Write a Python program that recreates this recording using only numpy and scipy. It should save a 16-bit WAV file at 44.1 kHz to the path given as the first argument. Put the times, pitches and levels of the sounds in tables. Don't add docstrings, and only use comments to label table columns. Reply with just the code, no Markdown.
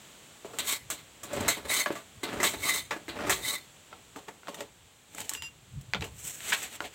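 import sys
import numpy as np
from scipy import signal
from scipy.fft import rfft, irfft
from scipy.io import wavfile
from scipy.ndimage import uniform_filter1d

SR = 44100
rng = np.random.default_rng(int(sys.argv[2]) if len(sys.argv) > 2 else 0)


def to_wav(s):
    ch = np.atleast_2d(s).T
    pcm = np.round(np.clip(ch, -1, 1) * 32767)
    wavfile.write(sys.argv[1], SR, pcm.astype(np.int16))


N = 306315
TIME = np.arange(N) / SR

# pitch_hz, level_db
HISS_TONE = [(90, -13.5), (150, -5), (400, -6.5), (900, -10), (1800, -11.5), (3300, -9), (4200, -13.5),
             (5100, -19), (6300, -15), (7700, -9), (9500, -21), (12000, -24.5), (16000, -22.5)]
# time_s, level_db
HISS_LEVELS = [(0, -52), (.6, -55), (3.6, -55), (4.7, -58.5), (5.5, -59), (6.95, -55)]
# loudest_s, level_db, rise_and_fall_db_per_s
LOW_SWELLS = [(0.05, -68, 60), (0.58, -61, 64), (0.89, -54.5, 75), (1.43, -41, 122), (1.66, -52.5, 80),
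              (2.18, -49, 700), (2.37, -44, 200), (2.58, -50, 40), (2.82, -52, 150), (3.1, -55, 140),
              (3.32, -44, 87), (3.96, -65, 120), (5.2, -60, 100), (5.45, -56.5, 48), (5.78, -39, 212),
              (6.01, -39.5, 200), (6.13, -48, 150), (6.25, -51, 170), (6.37, -56, 300), (6.46, -59, 130),
              (6.62, -60, 100), (6.85, -56.5, 110)]
# start_s, level_db, pitch_hz, rise_s
AIR_JOLTS = [(1.429, -39.5, 202, 0.0097), (2.167, -51, 117, 0.011), (5.399, -51, 94, 0.0081),
             (5.745, -63, 116, 0.016), (5.772, -30, 127, 0.011), (5.884, -39, 118, 0.0078),
             (5.994, -28.5, 105, 0.0046)]

# start_s, level_db, muffled_after_s
STEEL_TOUCHES = [(5.354, -44, 0.067), (5.424, -38, 0.059)]
# pitch_hz, level_db, fade_s (time to drop 60 dB)
STEEL_NOTES = [(2779, 2, 0.6), (4920, -4, 0.24), (5800, -13, 0.47), (7270, -4, 0.35), (9600, -22, .2),
               (10150, -18, .4), (12310, -21, 0.55)]
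# pitch_hz, level_db
TICK_TONE = [(4000, -41.5), (5300, -7), (6500, -0.5), (7800, 5.5), (9300, -5), (11500, -9.5), (14000, -4.5),
             (16500, -14.5)]
# start_s, knock_db, knock_hz, thud_hz, thud_db, tick_db, base_fade_s
STEPS = [(0.4468, -30.5, 647, 370, -28.5, -54, 0.043), (3.9285, -32.5, 1340, 765, -40, -58, 0.071),
         (4.1609, -30, 1220, 282, -34, -35, 0.051), (4.2837, -30, 1770, 360, -55, -54, 0.16),
         (4.4331, -37.5, 1440, 370, -48, -53, 0.049), (4.472, -29.5, 1420, 475, -57, -50, 0.044),
         (4.4837, -24.5, 1080, 562, -31.5, -44, 0.059), (4.5442, -28.5, 3580, 370, -58, -30.5, 0.13),
         (4.6061, -20.5, 1870, 566, -28, -26.5, 0.063), (5.148, -35.5, 1290, 280, -37.5, -24.5, 0.033),
         (5.1831, -26.5, 2000, 860, -37, -30, 0.059), (5.2042, -27.5, 2180, 740, -49, -21, 0.042),
         (5.2154, -27.5, 3900, 380, -58, -41, 0.055), (5.2936, -22, 3980, 880, -45, -13.5, 0.07),
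         (5.3158, -30.5, 1110, 323, -42, -36, 0.044), (5.3356, -29, 4170, 880, -47, -23, 0.074),
         (5.3504, -26, 2850, 870, -50, -40, 0.045), (5.4221, -21, 3070, 910, -40, -26, 0.038),
         (5.8124, -45, 3270, 200, -60, -36, 0.059), (5.9359, -11.5, 2020, 660, -39, -40, 0.051),
         (5.9464, -13.5, 1430, 190, -33, -40, 0.1), (6.0091, -26, 3880, 199, -41, -34, 0.072),
         (6.0222, -21.5, 2700, 462, -36.5, -52, 0.093), (6.0418, -29, 2870, 237, -57, -31.5, 0.21),
         (6.4054, -26.5, 3050, 538, -61, -38, 0.05), (6.4326, -31, 3030, 417, -60, -38, 0.032),
         (6.5217, -10.5, 1620, 802, -44, -36, 0.29), (6.6284, -40, 3350, 755, -46, -21.5, 0.12),
         (6.7534, -33, 2800, 272, -49, -28, 0.049), (6.8051, -17.5, 1413, 310, -29, -35, 0.036),
         (6.8423, -28, 2130, 730, -36, -45, 0.078)]
# loudest_s, scrape_db, hiss_db, rub_db, rise_db_per_s, fall_db_per_s
DRAGS = [(0.454, -57, -56, -44.5, 2000, 157), (3.941, -58, -88, -50.5, 400, 252),
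         (4.163, -54.5, -55, -45, 1200, 198), (4.286, -77, -56, -45, 900, 282),
         (4.49, -49, -51.5, -41.5, 502, 304), (4.615, -48.5, -51, -41, 174, 308),
         (5.207, -43.5, -42.5, -45, 226, 211), (5.354, -42.5, -42.5, -52.5, 202, 397),
         (5.435, -46.5, -51, -57, 1500, 300), (5.954, -42, -58, -34, 2000, 600),
         (6.022, -43, -50, -37, 1200, 272), (6.275, -45, -37, -51.5, 175, 117),
         (6.502, -35.5, -34.5, -45.5, 155, 291), (6.533, -28, -33, -43.5, 1500, 420),
         (6.58, -41.5, -40.5, -49, 300, 150), (6.634, -38, -42, -50, 650, 310),
         (6.758, -48.5, -49, -55, 87, 550), (6.818, -57, -49, -39, 2000, 400),
         (6.858, -40.5, -47.5, -43, 500, 700), (6.946, -44.5, -50, -73, 700, 300)]

# pitch_hz, level_db
RASP_TONE = [(500, -8.5), (1000, 3), (2000, 4), (3000, 7), (4000, 10.5), (4900, -1.5), (6000, -23.5)]
# pitch_hz, width_hz, level_db
GEAR_NOTES = [(1180, 135, -12), (2027, 30, 5.5), (2180, 70, 0), (3080, 87, -6.5), (3614, 88, -3),
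              (3805, 104, -4), (3990, 37, -0.5), (4190, 110, -9), (6400, 98, -1.5), (7210, 140, -6),
              (8400, 107, -8.5), (10300, 110, -10), (12000, 540, -16.5), (13700, 150, -26)]
# pitch_hz, width_hz, level_db
CASE_NOTES = [(1154, 79, 11), (1692, 33, 14), (2000, 22, 15.5), (3670, 11, -7), (3860, 31, -14.5),
              (4740, 180, -9), (6890, 38, 8), (7900, 37, -16), (8470, 31, -14.5), (7540, 33, -26)]
# pitch_hz, width_hz, level_db
PANEL_NOTES = [(334, 190, 2), (582, 53, -2)]
# start_s, knock_db, knock_hz, thud_hz, thud_db, tick_db, crack_vs_knock_db, base_fade_s
CLANKS = [(0.5347, -33, 1320, 468, -36, -52, -8, 0.15), (0.5867, -28, 3130, 830, -35, -14, 5, 0.053),
          (0.9016, -23, 1500, 640, -37, -17, -6, 0.24), (1.2323, -28.5, 3200, 325, -48, -25, -14, 0.19),
          (1.3314, -45, 1510, 587, -21.5, -25.5, -8, 0.14), (1.364, -37, 1200, 562, -27, -33, -8, 0.16),
          (1.4072, -39, 1640, 267, -25, -26.5, -6, 0.091), (1.481, -12.5, 2060, 677, -33, -9.5, -12, 0.25),
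          (1.701, -18.5, 2020, 644, -29, -31, -14, 0.07), (1.8603, -14.5, 1630, 592, -25.5, -46, 7, 0.17),
          (1.9039, -30, 570, 338, -13, -55, 7, 0.07), (1.9534, -28.5, 1180, 663, -44, -35.5, -14, 0.4),
          (2.2323, -23.5, 2100, 350, -21, -25, -16, 0.15), (2.328, -26, 1420, 580, -43, -36, -12, 0.15),
          (2.4017, -18, 2000, 365, -27, -27, -13, 0.47), (2.4302, -14.5, 2000, 730, -43, -14.5, -30, 0.46),
          (2.9085, -13.5, 1636, 528, -35, -31, -26, 0.32), (2.9628, -43, 1760, 334, -25, -55, -8, 0.066),
          (3.0817, -29, 2130, 334, -29, -34.5, 11, 0.19), (3.1886, -23.5, 1440, 585, -36.5, -43, -16, 0.19),
          (3.2671, -24, 1280, 376.5, -29, -31.5, -14, 0.63),
          (3.296, -11.5, 1880, 370, -47, -13.5, -12, 0.36)]
# full_speed_s, hold_s, rumble_db, rasp_db, hiss_db
KICKS = [(0.552, 0.03, -49.5, -59.5, -56), (1.341, 0.13, -36, -49, -51), (2.33, 0.092, -35.5, -59, -53.5),
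         (3.181, 0.12, -36, -62, -57)]
# loudest_s, rasp_db, rumble_db, hiss_db, ring_db
RATTLES = [(0.593, -32, -42.5, -36, -64), (0.91, -38.5, -45.5, -59, -63), (0.981, -54, -73, -55, -58),
           (1.239, -47, -48, -64, -70), (1.488, -28, -39.5, -49, -27.5), (1.572, -56, -40, -49, -60),
           (1.653, -52, -37.5, -47.5, -47), (1.87, -49, -38, -60, -59), (1.917, -50, -40.5, -50.5, -62),
           (1.96, -48.5, -48, -59, -69), (2.238, -36, -34, -46, -66), (2.442, -25, -32.5, -28, -29),
           (2.538, -46, -39, -58, -51), (2.92, -50, -39.5, -58, -65), (2.969, -62, -60, -66, -70),
           (3.093, -40.5, -44, -57, -63), (3.308, -28, -35.5, -40, -32)]
# full_level_s, hold_s, rise_db_per_s, ring_db, rasp_db, hiss_db, rumble_db
LEVER_RETURNS = [(0.685, 0.047, 400, -37, -36.5, -32, -46.5), (1.708, 0.1, 898, -30, -38, -33, -44.5),
                 (2.64, 0.14, 326, -32.5, -40.5, -34, -44.5), (3.464, 0.073, 242, -34, -44, -36, -45.5)]


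def gain(db):
    return 10 ** (np.asarray(db) / 20)


def unit(x):
    return x / np.sqrt(np.mean(x ** 2))


def band(x, low_hz, high_hz):
    return signal.sosfilt(signal.butter(2, [low_hz, high_hz], "band", fs=SR, output="sos"), x)


def colour(x, tone):
    hz, db = np.transpose(tone)
    curve_db = np.interp(np.log(np.linspace(1, SR / 2, 513)), np.log(hz), db)
    cepstrum = irfft(np.log(gain(curve_db)))
    cepstrum[1:512] *= 2
    cepstrum[513:] = 0
    return signal.oaconvolve(x, irfft(np.exp(rfft(cepstrum))))[:N]


def ring(x, notes):
    return sum(gain(db) * signal.lfilter(*signal.iirpeak(hz, hz / width, fs=SR), x)
               for hz, width, db in notes)


def grit(clicks_per_s, spread_db):
    chance, size, sign = rng.random((3, N))
    strength = gain(-spread_db * np.log(1 - .97 * size))
    return unit((chance < clicks_per_s / SR) * strength * np.sign(sign - .5))


def waver(rate_hz, depth_db):
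    step = int(SR / rate_hz)
    levels = np.repeat(rng.standard_normal(N // step + 1), step)
    return gain(depth_db * 1.72 * uniform_filter1d(levels, step)[:N])


def swell(at_s, level_db, rise_db_per_s, fall_db_per_s, hold_s=0):
    rows = zip(*np.broadcast_arrays(at_s, level_db, rise_db_per_s, fall_db_per_s, hold_s))
    t = TIME[::32]
    power = sum(gain(db - rise * np.maximum(s - t, 0) - fall * np.maximum(t - s - hold, 0)) ** 2
                for s, db, rise, fall, hold in rows)
    return np.interp(TIME, t, np.sqrt(power))


def blows(events, thud, knock, tick, thud_fade_scale, tick_fade_scale, note_db):
    out = np.zeros(N)
    for start_s, knock_db, knock_hz, thud_hz, thud_db, tick_db, crack_db, base_fade_s in events:
        start = int(start_s * SR)
        t = TIME[:min(N - start, SR // 3)]
        span = slice(start, start + len(t))
        knock_fade, thud_fade, tick_fade = (gain(-60 * t / (scale * base_fade_s)) / 4
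                                            for scale in (0.36, thud_fade_scale, tick_fade_scale))
        click = 1. * (t == 0)
        crack = band(band(click, .4 * knock_hz, 1.3 * knock_hz), 360, 5.2 * knock_hz)
        hardness = min(1., .065 / base_fade_s) ** 1.5
        struck = knock[span] * knock_fade + gain(crack_db) * hardness * crack / crack.max()
        struck += ring(struck, [(knock_hz, 0.043 * knock_hz, note_db)])
        hollow = 0.47 * thud[span] + 2.5 * np.sin(2 * np.pi * thud_hz * t)
        hollow *= (1 - np.exp(-t / 0.0012)) * thud_fade
        bright = tick[span] * tick_fade
        out[span] += gain(knock_db) * struck + gain(thud_db) * hollow + gain(tick_db) * bright
    return out


def far_hiss():
    hiss = unit(colour(rng.standard_normal(N), HISS_TONE) * waver(19, 0.077))
    return hiss * gain(np.interp(TIME, *np.transpose(HISS_LEVELS)))


def low_swells():
    rumble = unit(band(band(rng.standard_normal(N), 32, 187), 48.6, 160))
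    at_s, db, slope = np.transpose(LOW_SWELLS)
    calm = gain(-69) * waver(rate_hz=5.26, depth_db=2)
    return rumble * np.hypot(swell(at_s, db, slope, slope), calm)


def air_jolts():
    out = np.zeros(N)
    for start_s, db, hz, rise_s in AIR_JOLTS:
        t = TIME - start_s
        out += gain(db) * np.sin(2 * np.pi * hz * t) * np.exp(-(t / rise_s - 1) ** 2)
    return out


def wall_echo(sound, fade_s=0.12, level_db=-16.5):
    t = TIME[:SR // 2]
    wash = band(rng.standard_normal(len(t)), 160, 4900) * gain(-60 * t / fade_s) * (t > .004)
    wash *= gain(level_db) / np.sqrt(np.sum(wash ** 2))
    return signal.oaconvolve(sound, wash)[:N]


def steel_tinkle():
    out = np.zeros(N)
    t = TIME[:SR // 4]
    for start_s, db, muffled_after_s in STEEL_TOUCHES:
        notes = sum(gain(note_db - 60 * t / fade_s) * np.sin(2 * np.pi * (hz * t + rng.random()))
                    for hz, note_db, fade_s in STEEL_NOTES)
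        shape = (1 - np.exp(-t / .012)) / (1 + (t / muffled_after_s) ** 8)
        out[int(start_s * SR):][:len(t)] += gain(db) * notes * shape
    return out


def feet(crack_db=-6.5):
    crush = grit(clicks_per_s=5000, spread_db=3)
    drag = grit(8000, 2.5) * waver(70, 1.1)
    steps = [(*row[:6], crack_db, row[6]) for row in STEPS]
    knocks = blows(steps, thud=unit(band(crush, 230, 480)), knock=unit(band(crush, 1100, 3200)),
                   tick=unit(colour(crush, TICK_TONE)),
                   thud_fade_scale=1.62, tick_fade_scale=0.67, note_db=9.2)
    at_s, scrape_db, hiss_db, rub_db, rise, fall = np.transpose(DRAGS)
    scrape = unit(band(band(drag, 880, 4580), 820, 3930)) * swell(at_s, scrape_db, rise, fall)
    hiss = unit(colour(drag, TICK_TONE)) * swell(at_s, hiss_db, rise, fall)
    rub = unit(band(drag, 164, 1134)) * swell(at_s, rub_db, rise, fall)
    return knocks + scrape + hiss + rub


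def kick_gains():
    at_s, hold_s, rumble_db, rasp_db, hiss_db = np.transpose(KICKS)
    return {name: swell(at_s, db, rise_db_per_s=217, fall_db_per_s=400, hold_s=hold_s)
            for name, db in (("rasp", rasp_db), ("rumble", rumble_db), ("hiss", hiss_db))}


def rattle_gains():
    at_s, rasp_db, rumble_db, hiss_db, ring_db = np.transpose(RATTLES)
    layers = (("rasp", rasp_db, 245), ("rumble", rumble_db, 199),
              ("hiss", hiss_db, 245), ("ring", ring_db, 245))
    return {name: swell(at_s, db, rise_db_per_s=2500, fall_db_per_s=fall) for name, db, fall in layers}


def return_gains():
    at_s, hold_s, rise, ring_db, rasp_db, hiss_db, rumble_db = np.transpose(LEVER_RETURNS)
    layers = (("rasp", rasp_db, 373), ("rumble", rumble_db, 373),
              ("hiss", hiss_db, 373), ("ring", ring_db, 255))
    return {name: swell(at_s, db, rise, fall, hold_s) for name, db, fall in layers}


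def scooter():
    teeth = grit(6000, 3) * waver(90, 1.3)
    gear = sum(ring(teeth * waver(45, 3), [note]) for note in GEAR_NOTES)
    shake = grit(2000, 2) * waver(50, 1.5)
    panels = unit(unit(band(shake, 220, 2020)) + gain(4.5) * unit(ring(shake, PANEL_NOTES)))
    rattle = grit(6000, 2.5)
    case = unit(unit(band(rattle, 440, 2380)) + gain(-3) * unit(ring(rattle, CASE_NOTES)))
    out = blows(CLANKS, thud=panels, knock=case, tick=unit(colour(rattle, TICK_TONE)),
                thud_fade_scale=0.67, tick_fade_scale=0.66, note_db=8.3)
    layers = dict(rasp=colour(teeth, RASP_TONE), rumble=panels, hiss=colour(teeth, TICK_TONE), ring=gear)
    motions = kick_gains(), rattle_gains(), return_gains()
    for name, sound in layers.items():
        power = sum(motion.get(name, 0) ** 2 for motion in motions)
        out += unit(sound) * np.sqrt(power)
    return out


def scene():
    near = scooter() + feet() + steel_tinkle()
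    return (near + wall_echo(near) + low_swells() + far_hiss() + air_jolts())[None]


def record(dry):
    no_bass = signal.sosfilt(signal.butter(2, 45, "high", fs=SR, output="sos"), dry)
    return signal.sosfilt(signal.ellip(10, .2, 70, 16000, fs=SR, output="sos"), no_bass)


dry = scene()
out = record(dry)
to_wav(out)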